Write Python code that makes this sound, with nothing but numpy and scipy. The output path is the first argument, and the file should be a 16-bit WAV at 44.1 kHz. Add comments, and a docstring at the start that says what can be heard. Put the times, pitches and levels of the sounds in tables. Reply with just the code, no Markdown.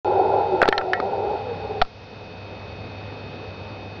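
"""Howler monkeys roar far off in the forest beside a dirt road: a rasp through gliding throat resonances,
with three falling hoots, sinking to a faint murmur by two seconds. Under it all lie the outdoor wash,
a wavering low hum, and the camera's own whine and hiss. From 0.6 s fingers knock and click on the
camera's case; its gain control ducks on the loud knocks and creeps back."""
import sys
import numpy as np
from scipy import signal
from scipy.fft import rfft, irfft
from scipy.io import wavfile
from scipy.ndimage import uniform_filter1d

SR = 44100
rng = np.random.default_rng(int(sys.argv[2]) if len(sys.argv) > 2 else 0)


def wav_record(signal):
    """Record a signal, one row per channel, as 16-bit PCM in the file named by sys.argv[1]."""
    frames = np.transpose(np.atleast_2d(signal))
    bounded = np.clip(frames, -1, 1)
    # unit amplitude maps onto the largest positive 16-bit level
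    quanta = np.round(bounded * 32767).astype(np.int16)
    wavfile.write(sys.argv[1], SR, quanta)


N = 176400
T = np.arange(N) / SR
BIN_HZ = np.fft.rfftfreq(N, 1 / SR)


def amp(db):
    return 10 ** (np.asarray(db) / 20)


def unit(x):
    return x / np.sqrt(np.mean(x ** 2) + 1e-20)


def add(mix, start_s, sound):
    part = mix[round(start_s * SR):][:len(sound)]
    part += sound[:len(part)]


def fade(t, t60_s):
    return np.exp(-np.log(1000) * t / t60_s)


def phase(hz):
    return 2 * np.pi * np.cumsum(hz * np.ones(N)) / SR


def white():
    return rng.standard_normal(N)


def noise(spectrum):
    """Steady noise at unit level, shaped by (freq_hz, level_db) points."""
    hz, db = np.transpose(spectrum)
    shape_db = np.interp(np.log(BIN_HZ + 1), np.log(hz + 1), db)
    return unit(irfft(rfft(white()) * amp(shape_db), N))


def waver(hz, depth, rate_hz):
    """Phase of a pitch that wanders at random by the fraction depth, no faster than rate_hz."""
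    drift = unit(irfft(rfft(white()) * (BIN_HZ < rate_hz), N))
    return phase(hz * (1 + depth * drift))


def resonate(x, hz, width_hz):
    """A steep resonance that follows the curve hz, at unit level."""
    carrier = np.exp(1j * phase(hz))
    pole = np.exp(-2 * np.pi * width_hz / SR)
    band = x / carrier
    for _ in range(3):  # three passes narrow the band to about width_hz
        band = signal.lfilter([1 - pole], [1, -pole], band)
    return unit((carrier * band).real)


def sustained(x, size=3000):
    """Keeps a sound's quick roughness but holds its loudness steady."""
    power = uniform_filter1d(uniform_filter1d(x ** 2, size), size)
    return x / np.sqrt(abs(power) + 1e-12)


def low_pass(x, hz):
    return signal.oaconvolve(x, signal.firwin(255, hz, window=("kaiser", 8), fs=SR), "same")


# The roar's two gliding resonances and its body: time_s, low_hz, high_hz, low_db, high_db, body_db
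ROAR_CURVES = [(.05, 380, 830, -24.5, -21, -27.5), (.13, 390, 825, -25.5, -23.5, -23),
               (.21, 392, 785, -20.5, -17, -23), (.28, 385, 830, -25.5, -22.5, -25),
               (.40, 398, 805, -24.5, -21.5, -22), (.46, 400, 816, -37.5, -27, -28.5),
               (.53, 375, 804.7, -24, -29, -28.5), (.62, 375, 805, -30.5, -24, -23.5),
               (.705, 390, 812.3, -30, -27, -26.5), (.74, 390, 815, -24, -18, -29),
               (.82, 378, 765, -30.5, -29.5, -24), (0.902, 368, 730, -23, -24, -33),
               (.98, 410, 745, -36.5, -27, -26), (1.04, 398, 765, -21.5, -25.5, -25.5),
               (1.11, 415, 810, -33.5, -26.5, -27.5), (1.20, 405, 798, -26, -27, -29),
               (1.35, 402, 810, -28, -30, -29), (1.43, 440, 795, -38.5, -35.5, -36.5),
               (1.59, 440, 794.6, -40, -39.5, -39.5), (1.67, 425, 797, -31.5, -32.5, -36.5),
               (1.80, 418, 780, -33, -35.5, -41), (1.92, 415, 754, -50, -50.5, -43.5)]
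# Weaker, still throat resonances that make the body: centre_hz, width_hz, relative_db
THROAT_BODY = [(475, 70, -6), (555, 90, -5), (660, 130, -7), (885, 110, -7), (1390, 100, -19)]


def roar():
    """Rasping puffs of air drive two gliding throat resonances, each with a wavering tone inside."""
    time_s, *curves = np.transpose(ROAR_CURVES)
    low_hz, high_hz, low_db, high_db, body_db = (np.interp(T, time_s, curve) for curve in curves)
    fold_flutter = waver(hz=45.8, depth=.193, rate_hz=40)
    puffs = ((1 + np.cos(fold_flutter)) / 2) ** 2
    breath = (.99 + puffs) * white()  # the puffs ride on a steady airflow
    low = resonate(breath, low_hz, width_hz=46.7)
    low += unit(np.sin(waver(low_hz, depth=.02, rate_hz=45)))
    high = resonate(breath, high_hz, width_hz=87)
    high += amp(-3) * unit(np.sin(waver(high_hz, depth=.02, rate_hz=46.4)))
    body = sum(amp(db) * resonate(white(), hz, width_hz) for hz, width_hz, db in THROAT_BODY)
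    return amp(low_db) * sustained(low) + amp(high_db) * sustained(high) + amp(body_db) * body


def forest(calls, tails=4, t60_s=.3, wet_db=-12.5, cycle_hz=2):
    """A short forest reverb; several tails take turns so it adds no fixed colour."""
    t, wet = T[:SR // 2], 0
    for k in range(tails):
        tail = rng.standard_normal(len(t)) * fade(t, t60_s)
        send = np.maximum(np.cos(2 * np.pi * (cycle_hz * T + k / tails)), 0)
        wet += signal.fftconvolve(calls * send, tail / np.linalg.norm(tail))[:N]
    return calls + amp(wet_db) * wet


# Bass-heavy colour of the outdoor air: freq_hz, relative_db
WASH_SPECTRUM = [(20, -20), (45, -9), (70, 5), (130, 1), (200, 3), (300, -1.5), (500, -4), (800, -8),
                 (1150, -9.5), (1500, -12), (1900, -15.5), (3000, -19), (4500, -22.5), (6500, -60)]
# Its slow swell: time_s, relative_db
WASH_RIDE = [(0, 0.5), (1.4, 1.5), (2.2, 0), (2.8, 0.2), (3.35, 1), (4, -2)]


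def outdoor_wash(level_db=-39.5, patch_db=1.08):
    """A low bed of noise that swells slowly, its colour shifting in soft patches."""
    frames = dict(nperseg=1024, noverlap=768)
    spectra = signal.stft(noise(WASH_SPECTRUM), **frames)[2]
    patches = uniform_filter1d(rng.standard_normal(spectra.shape), size=10, axis=0)  # across pitch
    patches = unit(uniform_filter1d(patches, size=14, axis=1))  # across time
    wash = unit(signal.istft(spectra * amp(patch_db * patches), **frames)[1][:N])
    swell_db = np.interp(T, *np.transpose(WASH_RIDE))
    return amp(level_db + swell_db) * wash


def hum(pitch_hz=99.65, tone_db=-42.5, blur_db=-49.5):
    """A wavering low tone inside a narrow blur of noise."""
    tone = unit(np.sin(waver(pitch_hz, depth=.015, rate_hz=6.5)))
    blur = resonate(white(), pitch_hz, width_hz=29)
    return amp(tone_db) * tone + amp(blur_db) * blur


# Tones of the camera's electronics, ahead of their band filter: pitch_hz, level_db
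SCAN_TONES = [(2545, -48), (3670, -55)]
# Blurred tones beside them: pitch_hz, width_hz, level_db
BLURRED_TONES = [(4390, 11, -61), (4570, 20, -64), (500.2, 7.4, -52)]


def camera_whine(scan_hz=59.93, band_hz=(2000, 4200)):
    """The electronics sing in tones that restart with each picture scan, and a few blurred ones."""
    since_scan_s = T % (1 / scan_hz)
    tones = sum(amp(db) * unit(np.sin(2 * np.pi * hz * since_scan_s)) for hz, db in SCAN_TONES)
    band = signal.butter(4, band_hz, "bandpass", fs=SR, output="sos")
    blurs = sum(amp(db) * sustained(resonate(white(), hz, width_hz))
                for hz, width_hz, db in BLURRED_TONES)
    return signal.sosfilt(band, tones) + blurs


# Clear hoots within the roar: start_s, length_s, from_hz, to_hz, level_db
FALLING_HOOTS = [(.49, 0.091, 392, 347, -25.5), (0.997, 0.096, 430, 374.7, -25),
                 (1.439, .125, 520, 441, -27.5)]


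def hoot(start_s, length_s, from_hz, to_hz, level_db, undertone_db=-15.5):
    """A nearly pure note with a weak undertone an octave below; it swells and slides down."""
    progress = np.clip((T - start_s) / length_s, 0, 1)
    glide = phase(from_hz + (to_hz - from_hz) * progress)
    swell = np.sqrt(abs(np.sin(np.pi * progress)))
    return amp(level_db) * swell * (np.sin(glide) + amp(undertone_db) * np.sin(glide / 2))


# Finger hits on the case, each with its balance of layers:
# start_s, contact_s, thump_hz, thump_db, clack_hz, clack_db, snap_db, ring_db, tilt_db_per_octave
FINGER_HITS = [(.6173, 0.00046, 743, -1, 1523, -4.5, -21, -30, -7),
               (0.627, 0.00054, 574, 5.5, 1350, -12, -6, -32, -5),
               (0.632, 0.00046, 815, -11.5, 1415, -2.5, -22, -24, 5),
               (.656, 0.00028, 807, -2.5, 1515, -14, -21, -42.5, -0.5),
               (.678, 0.0018, 813, 1, 1305, -5, -4, -42.5, -4),
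               (.687, 0.0012, 422, 8.5, 1724, -4.5, 3.5, -38.5, 2.5),
               (0.7261, 0.00064, 787, 1, 1800, -2, -12, -22, -3.5),
               (.779, 0.0011, 700, -13, 1770, -7.5, 2, -22, -10),
               (.813, 0.00066, 800, -32, 1455, -14.5, -35, -52, -4.5),
               (.9335, 0.00061, 854, -10, 1742, -4.5, -5, -30, 24),
               (1.0002, 0.0013, 300, -14, 1250, -12.5, -15, -44, 0),
               (1.8154, 0.0053, 700, -11, 1360, 4.5, 9.5, -34, -6),
               (1.8198, 0.0029, 733, 15, 1250, -2, 6.5, -42, 0),
               (1.850, .0006, 600, -37, 1280, -24, -20, -53, 0)]
# Partials of the plastic clack: pitch_ratio, relative_db
PLASTIC_MODES = [(0.858, -4), (0.998, 2.5), (1.17, -8.5), (1.751, -9.5)]
# Colour of the snap: freq_hz, relative_db
SNAP_SPECTRUM = [(100, -10), (1000, 5), (2500, -2), (4200, 1.5), (5500, -12), (6800, -36), (8000, -57.5)]
# Longer ring of a small metal part: pitch_hz, relative_db, t60_s
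METAL_MODES = [(1346, 5, 0.17), (1600, 0.5, .08), (1804, -4, 0.15), (1915, -6.5, 0.25), (2170, -15.5, .15),
               (2540, -23.5, 0.039)]


def knocks():
    """Each finger hit sets off a dull thump, a plastic clack, a noisy snap and a faint metal ring."""
    mix, t = np.zeros(N), T[:SR // 3]
    lowest_hz = METAL_MODES[0][0]

    def mode(hz, db, t60_s):
        return amp(db) * fade(t, t60_s) * np.sin(2 * np.pi * hz * t)

    for hit in FINGER_HITS:
        start_s, contact_s, thump_hz, thump_db, clack_hz, clack_db, snap_db, ring_db, tilt = hit
        thump = mode(thump_hz, thump_db, t60_s=.021)
        clack = sum(mode(ratio * clack_hz, clack_db + db, t60_s=.02) for ratio, db in PLASTIC_MODES)
        snap = amp(snap_db) * fade(t, t60_s=.016) * noise(SNAP_SPECTRUM)[:len(t)] / 2
        ring = sum(mode(hz, ring_db + db + tilt * np.log2(hz / lowest_hz), t60_s)
                   for hz, db, t60_s in METAL_MODES)
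        attack = np.minimum(t / contact_s, 1)
        add(mix, start_s, -attack * (thump + clack + snap + ring))
    return mix


# Firm presses on the case: start_s, strength_db
FIRM_PRESSES = [(0.629, -24), (0.685, -16), (0.78, -23.5), (1.816, -4)]


def air_pushes(rise_s=.0087):
    """A firm press pushes air at the microphone in one soft, low pulse."""
    mix = np.zeros(N)
    age = T[:SR // 3] / rise_s
    pulse = -2 * age * np.exp(-age)
    for start_s, strength_db in FIRM_PRESSES:
        add(mix, start_s, amp(strength_db) * pulse)
    return mix


def gain_control(x, threshold_db=-10, window_s=.0056, recover_s=.27):
    """The camera ducks at once when the level passes its threshold, then creeps back."""
    power = uniform_filter1d(x ** 2, round(window_s * SR))
    over_db = np.maximum(10 * np.log10(abs(power) + 1e-12) - threshold_db, 0)
    release = np.exp(-T / recover_s)
    duck_db = np.maximum.accumulate(over_db / release) * release
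    return x * amp(-duck_db)


def scene():
    """Distant calls and close handling over a bed of wash, hum and whine, in mono."""
    calls = forest(roar() + sum(hoot(*row) for row in FALLING_HOOTS))
    handling = knocks() + air_pushes()
    bed = outdoor_wash() + hum() + camera_whine()
    return (calls + handling + bed)[None]


# Colour of the camera's circuit hiss: freq_hz, relative_db
HISS_SPECTRUM = [(100, 4.5), (1000, -6), (2200, -1.5), (3200, -4.5), (4600, -2), (5500, -7.5), (6300, -18),
                 (6900, -33.5), (7400, -43)]


def record(dry, hiss_db=-53, start_s=.047, ceiling=.72):
    """The camera's chain: gain control, circuit hiss, a dull top and overload on the hardest knocks."""
    hissy = gain_control(dry[0]) + amp(hiss_db) * noise(HISS_SPECTRUM)
    dulled = low_pass(hissy * (T > start_s), hz=7200)
    clipped = np.clip(dulled, -ceiling, ceiling)
    return low_pass(clipped, hz=16000)[None]


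dry = scene()
out = record(dry)
wav_record(out)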